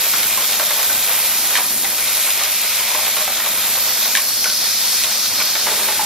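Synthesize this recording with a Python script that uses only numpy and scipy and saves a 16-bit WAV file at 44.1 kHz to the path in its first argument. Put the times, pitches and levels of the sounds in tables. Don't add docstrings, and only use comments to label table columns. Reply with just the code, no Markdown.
import sys
import numpy as np
from scipy import signal
from scipy.fft import rfft, irfft, next_fast_len
from scipy.io import wavfile
from scipy.ndimage import uniform_filter1d, map_coordinates

SR = 44100
rng = np.random.default_rng(int(sys.argv[2]) if len(sys.argv) > 2 else 0)


def materialize(psi):
    bounded = np.clip(np.atleast_2d(psi).T, -1, 1)
    quanta = np.round(bounded * 32767).astype(np.int16)
    wavfile.write(sys.argv[1], SR, quanta)


N = 266805
FEEDER_HZ = 103.2
# (frequency [Hz], width [Hz], gain [dB])
RAIL_MODES = [(1263, 59, -6), (1520, 143, -7), (1954, 93, -6), (2450, 70, -1), (3290, 400, -2.5),
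              (3497, 170, 1), (3703, 140, 1.5), (4077, 89, 1.5), (4320, 150, -5.5), (4860, 144, -2.5),
              (5330, 160, -5), (5880, 150, -2), (6640, 150, -1.5), (7310, 86, -1.5)]


def amp(db):
    return 10 ** (np.asarray(db) / 20)


def unit(x):
    return x / np.sqrt(np.mean(x ** 2) + 1e-20)


def along(points, hz):
    freqs, values = np.transpose(points)
    return np.interp(np.log(hz + 1), np.log(freqs + 1), values)


def curves(rows):
    times, *columns = np.transpose(rows)
    return [np.interp(np.arange(N) / SR, times, column) for column in columns]


def wobble(rate):
    return map_coordinates(rng.standard_normal(int(N * rate / SR) + 4), [np.arange(N) * rate / SR])


def filtered(x, response):
    n = x.shape[-1]
    padded = next_fast_len(n + SR // 8)
    return irfft(rfft(x, padded) * response(np.fft.rfftfreq(padded, 1 / SR)), padded)[..., :n]


def colour(points):
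    return lambda hz: amp(along(points, hz))


def body(modes):
    return lambda hz: sum((-1) ** k * amp(db) * 1j * hz * width / (centre**2 - hz**2 + 1j * hz * width)
                          for k, (centre, width, db) in enumerate(modes))


def noise(response, size=N):
    return unit(filtered(rng.standard_normal((2, size)), response))


def add(track, s, sound):
    start = max(round(s * SR), 0)
    track[:, start:start + sound.shape[-1]] += sound[:, :max(N - start, 0)]


def patchy(pair, depth_db):
    spectra = signal.stft(pair, nperseg=512)[2]
    patches = uniform_filter1d(rng.standard_normal(spectra.shape[1:]), size=3, axis=0)
    patches = uniform_filter1d(patches, size=14, axis=1)
    return unit(signal.istft(spectra * amp(depth_db * unit(patches)), nperseg=512)[1][:, :N])


def wandering(pair, spread_hz, rate):
    turns = np.cumsum(spread_hz * wobble(rate)) / SR
    return np.real(signal.hilbert(pair) * np.exp(2j * np.pi * turns))


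def gate(delay_s, attack_s, hold_s, release_s):
    strokes = [1.5525, 4.151]
    edges = delay_s + np.cumsum([0, attack_s, hold_s, release_s])
    return sum(np.interp(np.arange(N) / SR - s, edges, [0, 1, 1, 0]) for s in strokes)


def dip():
    return gate(0, attack_s=.075, hold_s=.19, release_s=.28)


def bowl_switch(switch_s=5.6, crossfade_s=.07):
    return np.clip((np.arange(N) / SR - switch_s) / crossfade_s + .5, 0, 1)


def hall(flutter_db=2, swell_db=2, dip_db=-2.5, bowl_db=3.5):
    # (frequency [Hz], density [dB])
    roar_spectrum = [(200, -29), (400, -6.5), (600, 1), (720, 1.5), (1000, 1), (1600, -2), (2200, -0.5),
                     (3200, -4), (6000, -36)]
    rumble_spectrum = [(20, -48), (60, -44), (85, -13), (125, -3), (150, -1), (205, 3.5), (250, 4),
                       (350, 3.5), (450, -6.5), (700, -42)]
    # (time [s], relative level [dB])
    roar_levels = [(0, -30), (.8, -28.5), (2.3, -30), (2.8, -31.5), (3.9, -30), (4.7, -33.5), (6.05, -32.5)]
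    rumble_levels = [(0, -47), (1.05, -48), (1.7, -41), (2.1, -48.5), (3.3, -48.5), (4.1, -45.5),
                     (4.9, -50.5), (6.05, -47.5)]
    roar_db = curves(roar_levels)[0] - 1 + dip_db * dip() + bowl_db * bowl_switch()
    roar = amp(roar_db + flutter_db * wobble(35)) * noise(colour(roar_spectrum))
    rumble = amp(curves(rumble_levels)[0] + swell_db * wobble(6.13)) * noise(colour(rumble_spectrum))
    return roar + rumble


def hum(mains_hz=100, coil_db=-64, waver_db=2):
    # (time [s], relative level [dB])
    mains_levels = [(0.0, -62), (0.22, -46.5), (0.76, -69), (0.81, -52), (1.15, -51), (1.51, -68),
                    (1.68, -54.5), (3.31, -55.5), (3.37, -71), (3.55, -52), (3.93, -52), (4.15, -68),
                    (4.37, -55), (4.48, -59), (5.1, -53), (5.13, -69), (5.33, -49), (5.6, -64)]
    # (frequency [Hz], rms level [dB], drift [Hz])
    motor_tones = [(85.6, -67, 1), (121, -64, 2.95), (199.6, -56, 2.3), (216.8, -53.5, 4.2),
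                   (512, -54.5, 2.33), (601, -53.5, 5.66), (1028, -54.5, 6)]
    tone = lambda hz: np.sin(2 * np.pi * np.cumsum(hz) / SR)
    mains = amp(curves(mains_levels)[0] - 1) * tone(mains_hz + .5 * wobble(3.6))
    coil = amp(coil_db) * tone(np.full(N, FEEDER_HZ))
    motors = sum(amp(db + waver_db * wobble(5.08)) * tone(hz + drift * wobble(20))
                 for hz, db, drift in motor_tones)
    return np.sqrt(2) * (mains + coil + motors) * np.array([[1], [0]])


def air_leak(level_db=-21, fade_db_per_s=-.45, bowl_db=3, dip_db=-2):
    # (frequency [Hz], density [dB])
    hiss = [(800, -30.5), (2000, -6.5), (3100, -3), (4000, -5), (5500, -8.5), (7000, -1), (9000, 0),
            (11200, 2), (12500, 0), (14000, -2), (15700, -8)]
    leak_db = level_db + fade_db_per_s * np.arange(N) / SR + bowl_db * bowl_switch() + dip_db * dip()
    return amp(leak_db + wobble(4.48)) * patchy(noise(colour(hiss)), depth_db=2)


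def air_passages(dip_db=-10):
    # (frequency [Hz], width [Hz], gain [dB])
    modes = [(2207, 280, -1.5), (2418, 225, 3), (2544, 324, -1)]
    # (time [s], level [dB])
    levels = [(0, -34), (.55, -37), (.8, -44), (1.25, -31), (1.5, -43), (1.9, -38), (2.03, -27),
              (2.18, -34.5), (2.3, -28.5), (2.55, -31), (2.8, -29), (3.2, -32.5), (3.5, -36), (4.7, -36.5),
              (5.6, -40), (6.05, -35)]
    return amp(curves(levels)[0] + dip_db * dip()) * noise(body(modes))


def exhaust(cut_hz=3150):
    # (frequency [Hz], width [Hz], gain [dB])
    modes = [(3790, 550, -9), (4050, 220, -3), (4395, 235, 0), (4660, 280, -1.5), (5270, 390, -0.5),
             (6000, 230, 1), (6190, 450, -2), (6520, 170, -7)]
    # (time [s], relative level [dB])
    levels = [(0, -28.5), (.5, -27.5), (1.05, -30.5), (1.3, -27.5), (2.2, -29.5), (3.05, -27.5),
              (3.55, -33), (3.78, -27.5), (3.97, -24.5), (4.25, -26), (4.38, -23), (4.68, -22),
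              (4.85, -23.5), (5.25, -23), (5.54, -23.5), (5.64, -25.5), (6.05, -28.5)]
    port = lambda hz: body(modes)(hz) / np.sqrt(1 + (cut_hz / (hz + 1)) ** 12)
    return amp(curves(levels)[0] + 1 + wobble(16)) * wandering(noise(port), spread_hz=45, rate=9)


def valve_puffs(jet_db=-26):
    # (frequency [Hz], density [dB])
    jet = [(1000, -21), (3000, -10), (4200, -5), (6000, 6), (7500, 3), (10000, 3), (13000, 5), (15700, -2)]
    opening = gate(delay_s=-.222, attack_s=.03, hold_s=.216, release_s=.04)
    return amp(jet_db) * opening * noise(colour(jet))


def bowl(faint_db=-66, loud_db=-38):
    # (frequency [Hz], width [Hz], gain [dB])
    modes = [(86.5, 11, -4.5), (121, 11, -9), (212.4, 13, 0.5), (300, 22, -6), (367, 31, -1), (427, 34, -1),
             (480, 38, -2), (910, 93, -29), (1560, 120, -8), (1930, 70, -7), (2900, 160, -11)]
    level_db = faint_db + (loud_db - faint_db) * bowl_switch()
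    return amp(level_db) * noise(lambda hz: body(modes)(hz) * (hz > 70))


def rails(chatter_db=-26, dip_db=-5, jostle_db=1.16, grain_db=2):
    contacts = rng.standard_normal((2, N)) * amp(jostle_db * wobble(30) + grain_db * wobble(500))
    return amp(chatter_db + dip_db * dip()) * unit(filtered(contacts, body(RAIL_MODES)))


def pin_ticks(level_db=-8, t60=.018, impact_db=4, impact_s=.0015):
    # (time [s], relative level [dB])
    strikes = [(0.231, -4), (.484, -11), (0.797, -5), (.829, -3), (2.744, -8), (2.796, -4), (3.372, -4),
               (3.399, -6), (4.319, -9), (4.499, -4), (4.603, -7), (5.043, -1), (5.256, -9), (5.421, -3)]
    out, t = np.zeros((2, N)), np.arange(SR // 10) / SR
    fade_db = impact_db * np.exp(-(t / impact_s) ** 2) - 60 * t / t60
    for s, db in strikes:
        add(out, s, amp(level_db + db + fade_db) * noise(body(RAIL_MODES), size=len(t)))
    return out


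def feeder(loose_db=2, spray_db=-7, throw_db=3, rebound_db=.6, track_share=.8, bowl_share=.44):
    # (time [s], level [dB])
    levels = [(0, -19.5), (.45, -21), (.8, -22.5), (1.15, -21.5), (1.4, -20.5), (1.7, -23), (2.05, -21.5),
              (2.6, -24), (3.5, -24.5), (4.03, -21.5), (4.3, -23.5), (4.7, -22), (5.4, -25.5),
              (6.05, -25.5)]
    # (time [s], lower ring [dB], upper ring [dB])
    ring_levels = [(0, -16, -0.5), (.5, -9, 1), (1.1, -4.5, 3.5), (1.35, -5, 1), (1.9, -5, -0.5),
                   (2.45, -4, 2), (2.7, -5, 2), (3.55, -6, 3), (3.98, -9, 2.5), (4.35, -6, -2.5),
                   (4.7, -5, -.5), (5.45, -8, 2.5), (5.65, -12, 3), (6.05, -18, 2)]
    # (frequency [Hz], width [Hz], gain [dB])
    lower_modes = [(10430, 140, 0), (11140, 430, -10)]
    upper_modes = [(12860, 310, 1), (13470, 560, -7.5)]
    # (frequency [Hz], density [dB])
    pins = [(3000, -29), (7000, 1), (9800, -5), (11500, 3.5), (12400, 2), (13700, 9), (14700, -4),
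            (15700, -5)]
    phase = 2 * np.pi * FEEDER_HZ * np.arange(N) / SR
    level_db = curves(levels)[0] + .5 * wobble(7.5) + dip()
    landings = unit(amp(throw_db * np.cos(phase) + rebound_db * np.cos(2 * phase) + wobble(300)))
    lower_db, upper_db = curves(ring_levels)
    lower = amp(lower_db) * noise(body(lower_modes))
    upper = patchy(noise(body(upper_modes)), depth_db=1.4)
    upper = amp(upper_db) * wandering(upper, spread_hz=43, rate=12)
    track = landings * (lower + upper + amp(spray_db) * noise(colour(pins)))
    loose = amp(loose_db) * unit(amp(5.2 * wobble(900))) * noise(colour(pins))
    share = track_share + (bowl_share - track_share) * bowl_switch()
    return amp(level_db) * (np.sqrt(share) * track + np.sqrt(1 - share) * loose)


def knock(db, hz, boom_db, thud_t60=.087, part_t60=.062, rattle_t60=.073, split_hz=70, width_hz=260):
    # (frequency [Hz], gain [dB], t60 [s])
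    frame_modes = [(446, -11, 0.11), (596, 1.5, 0.15), (670, -5, 0.11), (775, -8, 0.15)]
    # (frequency [Hz], density [dB])
    thud_spectrum = [(30, -55), (100, -25), (350, -10), (600, -1.5), (850, -1.5), (1500, 1), (2200, -6),
                     (8000, -24)]
    t = np.arange(SR // 4) / SR

    def mode(freq):
        return np.sin(2 * np.pi * (freq * (1 + .01 * rng.standard_normal()) * t + rng.random((2, 1))))

    frame = sum(amp(-6.5 + boom_db + gain - 60 * t / t60) * mode(f) for f, gain, t60 in frame_modes)
    thud = amp(-8 + .25 * boom_db - 60 * t / thud_t60) * noise(colour(thud_spectrum), size=len(t))
    part = amp(-9 - 60 * t / part_t60) * (mode(hz) + amp(-7) * mode(hz + split_hz))
    rattle = amp(-12 - 60 * t / rattle_t60) * noise(body([(hz, width_hz, 0)]), size=len(t))
    return (frame + thud + part + rattle) * amp(db) * (1 - np.exp(-t / .0015))


def clack(db, bright_db, t60, ring_db=-13, crack_db=-7, impact_db=4.5, impact_s=.0046):
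    # (frequency [Hz], width [Hz], gain [dB])
    modes = [(840, 250, -10), (1140, 230, -3.5), (1390, 120, -5), (1660, 310, -2), (2270, 250, 2),
             (2670, 420, -3.5), (3220, 190, -1), (3760, 260, -1), (4270, 400, -6.5), (6140, 200, -6)]
    # (frequency [Hz], density [dB])
    crack_spectrum = [(300, -37), (1000, -13), (2500, 2.5), (4200, -0.5), (6000, 4), (7500, -2), (11000, 5),
                      (14000, -15)]
    t = np.arange(SR // 5) / SR
    ring = amp(ring_db - .46 * bright_db) * noise(body(modes), size=len(t))
    crack = amp(crack_db + bright_db) * noise(colour(crack_spectrum), size=len(t))
    fade_db = impact_db * np.exp(-(t / impact_s) ** 2) - 60 * t / t60
    return (ring + crack) * amp(db + fade_db) * (1 - np.exp(-t / .000094))


def stations():
    # (time [s], knock level [dB], ring of the part [Hz], frame boom [dB], clack level [dB])
    blows = [(.135, -8.5, 1427, -26, -16), (.23, -15, 1480, -24, -14), (.374, -14, 1040, -8, -17),
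             (.487, -21, 796, -5, -19), (.596, -10, 1030, -9, -13), (.707, -15, 770, -10, -15),
             (.895, -14.5, 1500, -19, -24), (1.14, -18, 934, -26, -14), (1.453, -18, 1020, -20, -20),
             (2.406, -14, 1170, -16, -18), (2.795, -19, 964, -21, -24), (2.947, -12, 986, -8, -17),
             (2.985, -16.5, 786, -10, -26), (3.064, -20, 800, -10, -14), (3.166, -14.5, 1043, -3, -10),
             (3.276, -13, 790, -17, -19), (3.401, -18, 1350, -20, -15), (3.461, -15.5, 1010, -16, -28),
             (4.054, -15.5, 1020, -12, -15), (5.401, -17, 1100, -11, -11), (5.412, -17, 1420, -14, -13),
             (5.552, -14, 1633, -9, -14), (5.665, -10, 897, -14, -14), (5.68, -16, 640, -12, -20),
             (5.716, -12, 768, -14, -25), (5.735, -19, 994, -14, -29), (5.79, -17, 955, -20, -25),
             (5.883, -12, 877, -12, -12), (5.993, -8.5, 832, -20, -22)]
    out = np.zeros((2, N))
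    for s, db, hz, boom_db, steel_db in blows:
        add(out, s, knock(db, hz, boom_db))
        add(out, s, clack(steel_db, bright_db=-9, t60=.047))
    return out


def slide():
    # (time [s], level [dB], brightness [dB], t60 [s])
    stops = [(1.5532, -5.5, -11, 0.045), (1.562, -8, -13, 0.04), (1.573, -6, -4, .035),
             (1.582, -11.5, -5, 0.056), (1.8437, -7, -7, 0.027), (2.3758, -10, 2, .012),
             (2.4355, -9, 2.5, .022), (2.443, -15, -2, .04), (4.151, 0, -8, 0.022), (4.1602, -8, -2, .035),
             (4.171, -7, -1, 0.054), (4.4414, -8.5, -3, 0.034), (5.036, -11.5, 2, 0.045)]
    # (time [s], level [dB], ring of the part [Hz], frame boom [dB])
    jolts = [(1.575, -12.5, 1180, -19), (1.586, -14.5, 850, -17), (1.844, -11.5, 1960, -36),
             (2.44, -24, 1100, -2), (4.178, -15.5, 1070, -23), (4.455, -14.5, 1457, -14),
             (5.039, -22, 1060, -3)]
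    out = np.zeros((2, N))
    for s, db, bright_db, t60 in stops:
        add(out, s, clack(db, bright_db, t60))
    for s, db, hz, boom_db in jolts:
        add(out, s, knock(db, hz, boom_db))
    return out


def hall_echo(x, spans=20):
    # (frequency [Hz], t60 [s])
    decay = [(200, 0.57), (2000, 0.3), (10000, 0.042)]
    out = np.zeros((2, N))
    for span in np.array_split(np.arange(N), spans):
        hz, t, spectra = signal.stft(rng.standard_normal((2, SR // 2)), SR, nperseg=256)
        tail = signal.istft(spectra * amp(-60 * t / along(decay, hz)[:, None]), SR, nperseg=256)[1]
        add(out, span[0] / SR, signal.fftconvolve(x[:, span], tail / np.linalg.norm(tail[0]), axes=1))
    return out


def microphone(pair):
    # (frequency [Hz], diffuse over common [dB])
    width = [(30, -15), (80, -25), (200, -35), (600, -27), (1300, -20), (2400, -16.5), (3200, -12),
             (4400, -5.5), (5300, -4.5), (6600, -2), (9000, -3.7), (10500, -5), (12000, -5.3),
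             (13000, -7.5)]
    # (frequency [Hz], left over right [dB])
    balance = [(3000, .1), (4500, 1), (6200, .8), (7500, -.5), (10400, 0), (13000, -1), (14500, -.2)]
    # (frequency [Hz], lead of the left [rad])
    lead = [(3200, 0), (4300, -.3), (5800, -1), (6600, -1.8), (9000, -2.4), (13000, -2.45), (15500, -3)]
    angle = lambda hz: np.arctan(amp(along(width, hz)))
    common, diffuse = filtered(pair, lambda hz: np.array([np.cos(angle(hz)), np.sin(angle(hz))]))
    half = np.array([[.5], [-.5]])
    ports = lambda hz: amp(half * along(balance, hz)) * np.exp(1j * half * along(lead, hz))
    return filtered(np.array([common + diffuse, common - diffuse]), ports)


def scene(echo_db=-7):
    blows = slide() + stations() + pin_ticks()
    background = hall() + hum()
    air = air_leak() + air_passages() + exhaust() + valve_puffs()
    feed = rails() + feeder() + bowl()
    return microphone(blows + amp(echo_db) * hall_echo(blows) + background + air + feed)


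def record(dry, ceiling=.9, top_hz=15750):
    rounded = dry / (1 + np.abs(dry / ceiling) ** 6) ** (1 / 6)
    return filtered(rounded, lambda hz: hz < top_hz)


dry = scene()
out = record(dry)
materialize(out)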